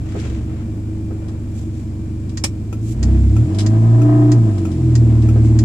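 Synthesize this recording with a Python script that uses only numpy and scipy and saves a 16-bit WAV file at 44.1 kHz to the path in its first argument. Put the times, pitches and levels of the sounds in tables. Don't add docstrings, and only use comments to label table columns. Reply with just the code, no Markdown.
import sys
import numpy as np
from scipy import signal
from scipy.fft import rfft, irfft, next_fast_len
from scipy.io import wavfile
from scipy.ndimage import uniform_filter1d, minimum_filter1d

SR = 44100
rng = np.random.default_rng(int(sys.argv[2]) if len(sys.argv) > 2 else 0)


def inscribe(sig):
    pcm = np.round(np.clip(np.atleast_2d(sig).T, -1, 1) * 32767)
    wavfile.write(sys.argv[1], SR, pcm.astype(np.int16))


N = 248724
T = np.arange(N) / SR


def from_db(db):
    return 10 ** (np.asarray(db) / 20)


def rms_one(x):
    return x / np.sqrt(np.mean(x ** 2) + 1e-20)


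def in_time(rows):
    times, *columns = np.transpose(rows)
    return [np.interp(T, times, column) for column in columns]


def at_hz(points, hz):
    freqs, values = np.transpose(points)
    return np.interp(np.log(hz + 1e-3), np.log(freqs), values)


def drift(rate):
    hop = 100
    pole = np.exp(-2 * np.pi * rate * hop / SR)
    slow = signal.lfilter([1], [1, -2 * pole, pole ** 2], rng.standard_normal(N // hop + 502))[500:]
    return np.interp(np.arange(N) / hop, np.arange(len(slow)), rms_one(slow))


# frequency in Hz, left-right likeness (1 is mono).
STEREO_LIKENESS = [(100, .995), (320, .98), (450, .7), (650, .45), (1000, 0), (14000, 0)]
def noise(spectrum, size=N, tilt_db=0):
    padded = next_fast_len(size)
    hz = np.fft.rfftfreq(padded, 1 / SR)
    mid, side = rfft(rng.standard_normal((2, padded)))
    alike = at_hz(STEREO_LIKENESS, hz)
    pair = np.sqrt(1 + alike) * mid + np.sqrt(1 - alike) * side * [[1], [-1]]
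    lowest_hz = spectrum[0][0]
    colour = from_db(at_hz(spectrum, hz) + tilt_db * np.log2(1 + hz / lowest_hz))
    low_cut = hz ** 2 / (hz ** 2 + lowest_hz ** 2)
    return rms_one(irfft(pair * colour * low_cut, padded)[:, :size])


def response(modes, hz):
    grid = np.arange(1, 4000.)
    gain = sum((-1) ** k * from_db(db) / (1 + 1j * (grid ** 2 - centre ** 2) / (grid * width))
               for k, (centre, width, db) in enumerate(modes))
    return np.interp(hz, grid, gain)


def overtones(speed, angle, orders, modes, half_order_db=0, flutter=.19):
    out, power = np.zeros((2, N)), 0
    for k in orders:
        gain = response(modes, k * speed) * from_db(half_order_db if k % 1 else 0)
        waver = 1 + flutter * (drift(8.9) + 1j * drift(10))
        line = gain * waver * np.exp(1j * (k * angle + 2 * np.pi * rng.random()))
        apart = np.arccos(at_hz(STEREO_LIKENESS, k * speed)) / 2 * rng.choice([-1, 1])
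        out += np.cos(apart) * line.real + np.sin(apart) * line.imag * [[1], [-1]]
        power = power + np.abs(gain) ** 2
    return rms_one(out / np.sqrt(power))


def puffs(angle, depth):
    return rms_one(1 + depth * np.cos(2 * angle))


# centre in Hz, width in Hz, relative level in dB.
BOOM_RESONANCES = [(63.1, 1.6, 2.5), (114.9, 18.4, -0.5), (186, 47.4, -8.5), (227.3, 25.1, 1.5),
                   (247.8, 12.7, -11), (298.8, 28.2, -5.5), (325, 24.7, 2.5), (346, 73, -15.5),
                   (380.7, 52, -13)]
def exhaust_burble(speed, angle, level_db):
    return from_db(level_db) * overtones(speed, angle, np.arange(2.5, 15), BOOM_RESONANCES)


# relative level in dB, change at full growl in dB.
DRONE_ORDERS = [(1, 1), (0.5, -18.5), (1.34, -5), (-4.5, 19), (-0.5, 12.5), (-0.5, 5), (-2, 3), (-3, -6.5),
                (-8.5, 0), (-3, -3), (-5, 12)]
# frequency in Hz, gain in dB.
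CABIN_EQ = [(50, -20), (67, -2), (76, -10.5), (88, -13), (101, -7), (116, 0), (124, -6.5), (145, -36.5),
            (168, -19.5), (200, -21), (228, -13.5), (245, -28), (297, -20.5), (324, -12), (365, -31),
            (560, -54)]
def drone(speed, angle, drive_db, growl):
    shake_db = -44.5 + 7.5 * np.log2(speed / speed.min())
    out = from_db(shake_db) * np.cos(angle)
    for k, (order_db, growl_db) in enumerate(DRONE_ORDERS, 2):
        phase = np.angle(response(BOOM_RESONANCES, k * speed)) - .3 * k * k
        waver_db = .2 * (k - 1) * drift(8)
        level_db = drive_db + order_db + growl_db * growl + at_hz(CABIN_EQ, k * speed) + waver_db
        out += from_db(level_db) * np.cos(k * angle + phase)
    return np.sqrt(2) * out


# centre in Hz, width in Hz, relative level in dB.
TAILPIPE_RESONANCES = [(650.4, 15.6, 1), (764, 34, -9), (826, 12, -11.5), (1010, 58, -12),
                       (1255, 29, -15.5), (1590, 96, -24.5), (1940, 120, -27)]
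def exhaust_rasp(speed, angle, level_db):
    clarity = .95 * (speed / speed.max()) ** 1.5
    lines = overtones(speed, angle, np.arange(9, 33, .5), TAILPIPE_RESONANCES, half_order_db=-6.745)
    gas_colour = [(300, -6), (420, 12.5), (650, 2.5), (850, -2.5),  # Hz, dB
                  (1200, -6.5), (1900, -10), (3500, -21), (9000, -54.5)]
    gas = noise(gas_colour) * puffs(angle, depth=.25)
    blend = np.sqrt(clarity) * lines + np.sqrt(2 * (1 - clarity)) * gas
    return from_db(level_db + 1.668 * drift(14)) * blend


# frequency in Hz, relative level in dB.
INTAKE_COLOUR = [(900, -11.5), (1500, -0.5), (2000, 3.5), (2350, 3), (2700, 1.5), (4000, -2), (5200, -1),
                 (6200, -3.5), (7500, 3), (8600, -6), (11000, -10), (14500, -46.5)]
def intake_hiss(angle, level_db):
    return from_db(level_db) * noise(INTAKE_COLOUR) * puffs(angle, depth=.057)


# time in seconds, crank turns per second.
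REVS = [(0, 23.6), (.16, 25.9), (.32, 22.3), (.75, 26.1), (2, 24.8), (2.6, 25.15), (2.8, 27.2), (2.9, 28.7),
        (3, 32.5), (3.27, 33), (3.43, 39.5), (3.52, 48.1), (3.69, 54.2), (4.08, 60.1), (4.33, 59.8),
        (4.45, 54.7), (4.6, 47.4), (4.85, 40.6), (5.06, 38), (5.3, 37.3), (5.64, 37.8)]
# time in seconds, burble in dB, rasp before the growl's boost in dB.
EXHAUST_FADERS = [(0, -33, -47), (.3, -30.5, -47.5), (1.1, -35, -52.5), (2.85, -32.5, -55),
                  (3.08, -28, -42), (3.3, -38, -45), (3.5, -26.5, -41.5), (3.7, -27.5, -35.5),
                  (3.92, -32, -37), (4.15, -23, -36), (4.5, -27.5, -39), (4.85, -28, -45.5),
                  (5.05, -26, -40), (5.64, -24.5, -40.5)]
def engine():
    speed, = in_time(REVS)
    burble_db, rasp_db = in_time(EXHAUST_FADERS)
    pull = np.clip((T - 2.93) / .14, 0, 1)
    growl = np.clip((speed - 57.2) / 2.5, 0, 1)
    angle = 2 * np.pi * np.cumsum(speed) / SR + .012 * drift(12)
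    return (drone(speed, angle, drive_db=-21 + 11 * pull, growl=growl)
            + exhaust_burble(speed, angle, burble_db)
            + exhaust_rasp(speed, angle, rasp_db + 7.5 * growl)
            + intake_hiss(angle, level_db=-55 + 6 * pull))


# frequency in Hz, relative level in dB.
ROAD_COLOUR = [(18, 3), (30, -0.5), (55, 1), (110, -3.5), (160, 1), (230, 3.5), (325, -5.5), (380, -7),
               (480, -15), (700, -22.5), (1000, -24.5), (1600, -32), (3000, -46.5)]
def road_rumble():
    return noise(ROAD_COLOUR) * from_db(-34 + .5 * drift(8.2))


# pitch in Hz, level in dB, wavers per second, wavering power share.
HUM_AND_WHINE = [(322, -36.5, 6, .2), (2370, -66, 60, 1)]
def cabin_hum_and_whine():
    out = 0
    for hz, db, rate, share in HUM_AND_WHINE:
        amplitude = np.sqrt(2 * (1 - share)) + np.sqrt(share) * (drift(rate) + 1j * drift(rate))
        out = out + from_db(db) * (amplitude * np.exp(2j * np.pi * hz * T)).real
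    return out


# middle in seconds, half length in seconds, level in dB, tilt in dB per octave.
HAND_MOVES = [(0.231, 0.16, -41.5, -2), (0.586, 0.097, -49, -5.5), (1.266, 0.11, -42, -13),
              (1.593, 0.067, -50, 6), (1.789, 0.075, -53.5, 5), (2.889, 0.056, -44, 8.5),
              (5.468, 0.036, -47.5, 3.5)]
# frequency in Hz, relative level in dB.
RUB_COLOUR = [(300, -3), (800, -6.5), (2500, -4), (5000, -11.5), (7500, -8), (9000, -19), (13500, -32)]
def hand_rubs():
    out = np.zeros((2, N))
    for middle, half_length, db, tilt_db in HAND_MOVES:
        swell = np.exp(-((T - middle) / half_length) ** 2)
        out += from_db(db) * swell * noise(RUB_COLOUR, tilt_db=tilt_db)
    grain = from_db(2.2 * drift(45))
    return out * grain


def knocks(hits, colour, t60, rise_s, modes=()):
    t = T[:SR // 3]
    crack = .24 * np.exp(-t / .0058)
    ring = noise(colour, size=len(t)) * (from_db(-60 * t / t60) + crack)
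    for hz, db, mode_t60 in modes:
        ring += from_db(db - 60 * t / mode_t60) * np.sin(2 * np.pi * (hz * t + rng.random((2, 1))))
    ring *= 1 - np.exp(-t / rise_s)
    out = np.zeros((2, N + len(t)))
    for start, db in hits:
        at = round(start * SR)
        out[:, at:at + len(t)] += from_db(db) * ring
    return out[:, :N]


# start in seconds, level in dB.
BUMP_HITS = [(0.147, -20.5), (0.245, -29), (1.103, -26.5), (5.355, -21)]
# frequency in Hz, relative level in dB.
BUMP_COLOUR = [(110, -4), (200, -4), (300, -4), (400, 3), (520, -4), (620, -13), (800, -16), (1500, -24),
               (3000, -42), (8000, -58)]
def wheel_bumps():
    return knocks(BUMP_HITS, BUMP_COLOUR, t60=.16, rise_s=.005)


# start in seconds, level in dB.
TRIM_HITS = [(0.197, -38), (1.282, -45.5), (2.292, -43.5), (3.545, -39), (3.585, -26), (3.592, -30.5),
             (3.603, -29), (4.579, -41.5), (4.715, -42), (5.22, -41.5)]
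# frequency in Hz, relative level in dB.
TRIM_COLOUR = [(800, -1.5), (2400, -3), (3300, 1), (4000, 1), (5300, 2.5), (6500, -1.5), (7500, -0.5),
               (9000, -7.5), (11000, -15.5), (14000, -36)]
# pitch in Hz, relative level in dB, seconds to fall 60 dB.
TRIM_MODES = [(3120, -20, .07), (5250, -10, 0.065)]
def trim_clicks():
    return knocks(TRIM_HITS, TRIM_COLOUR, t60=.12, rise_s=.0019, modes=TRIM_MODES)


TICK_STARTS = [2.373, 3.029, 3.663, 4.3176, 4.9532, 5.5887]
TOCK_STARTS = [2.727, 3.3646, 4.0169, 4.652, 5.2874]
# frequency in Hz, relative level in dB.
TICK_COLOUR = [(500, -28), (1000, -3.5), (1500, -6), (1880, -3), (2100, -7), (3800, -8), (5050, 1.5),
               (5500, -3.5), (7200, 2), (8000, -10.5), (10500, -17.5), (14000, -38)]
TOCK_COLOUR = [(500, 20), (1100, -2), (1330, 1.5), (1700, -14.5), (2450, -1.5), (3400, -11), (4300, -18),
               (5000, -8), (5500, -13), (6500, -7.5), (9000, -16.5), (14000, -17)]
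# pitch in Hz, relative level in dB, seconds to fall 60 dB.
TICK_CASE_MODES = [(1880, -11, .085), (5050, -8, .085), (7250, -7, .08)]
TOCK_CASE_MODES = [(1330, -4, .09), (2460, -10, .08), (6420, -11, .07)]
def indicator_relay(tick_db=-28, tock_db=-32):
    pull_ins = [(start, tick_db) for start in TICK_STARTS]
    releases = [(start, tock_db) for start in TOCK_STARTS]
    ticks = knocks(pull_ins, TICK_COLOUR, t60=.094, rise_s=.00013, modes=TICK_CASE_MODES)
    tocks = knocks(releases, TOCK_COLOUR, t60=.11, rise_s=.0004, modes=TOCK_CASE_MODES)
    return ticks + tocks


# start in seconds, level in dB.
SNAP_HITS = [(2.4379, -11.5)]
# frequency in Hz, relative level in dB.
SNAP_COLOUR = [(200, 8.5), (500, -9), (1000, -3.5), (1500, -10), (2350, -5.5), (3000, -7), (4600, -7),
               (5400, 2.5), (6600, -7), (7700, 1), (9000, -9.5), (13500, -22.5)]
# pitch in Hz, relative level in dB, seconds to fall 60 dB.
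SNAP_MODES = [(556, -15, .11), (2380, -13, .12), (5440, -11, .07)]
def indicator_stalk():
    return knocks(SNAP_HITS, SNAP_COLOUR, t60=.088, rise_s=.002, modes=SNAP_MODES)


def scene():
    road = road_rumble() + wheel_bumps()
    controls = indicator_relay() + indicator_stalk() + trim_clicks()
    return road + controls + engine() + cabin_hum_and_whine() + hand_rubs()


def limiter(x, ceiling=.77, window=SR // 30):
    gain = np.minimum(1, ceiling / (np.abs(x).max(axis=0) + 1e-9))
    held = minimum_filter1d(gain, size=window)
    return x * uniform_filter1d(held, size=window)


# frequency in Hz, left minus right in dB.
MIC_BALANCE = [(60, -.8), (300, .4), (550, -1), (1000, 3.5), (2200, 3), (4000, 3), (6000, 2.5), (6800, -2),
               (7600, -10), (9500, -6), (13000, -2)]
# frequency in Hz, the left's lead in radians.
MIC_LEAD = [(120, .23), (350, .15), (700, 0)]
def record(dry):
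    padded = next_fast_len(N + SR // 10)
    hz = np.fft.rfftfreq(padded, 1 / SR)
    split = np.array([[.5], [-.5]])
    ports = from_db(split * at_hz(MIC_BALANCE, hz)) * np.exp(1j * split * at_hz(MIC_LEAD, hz))
    ports /= np.sqrt(np.mean(np.abs(ports) ** 2, axis=0))
    coloured = irfft(rfft(dry, padded) * ports, padded)[:, :N]
    high_cut = signal.cheby2(16, 60, 15100, fs=SR, output="sos")
    return signal.sosfilt(high_cut, limiter(coloured))


dry = scene()
out = record(dry)
inscribe(out)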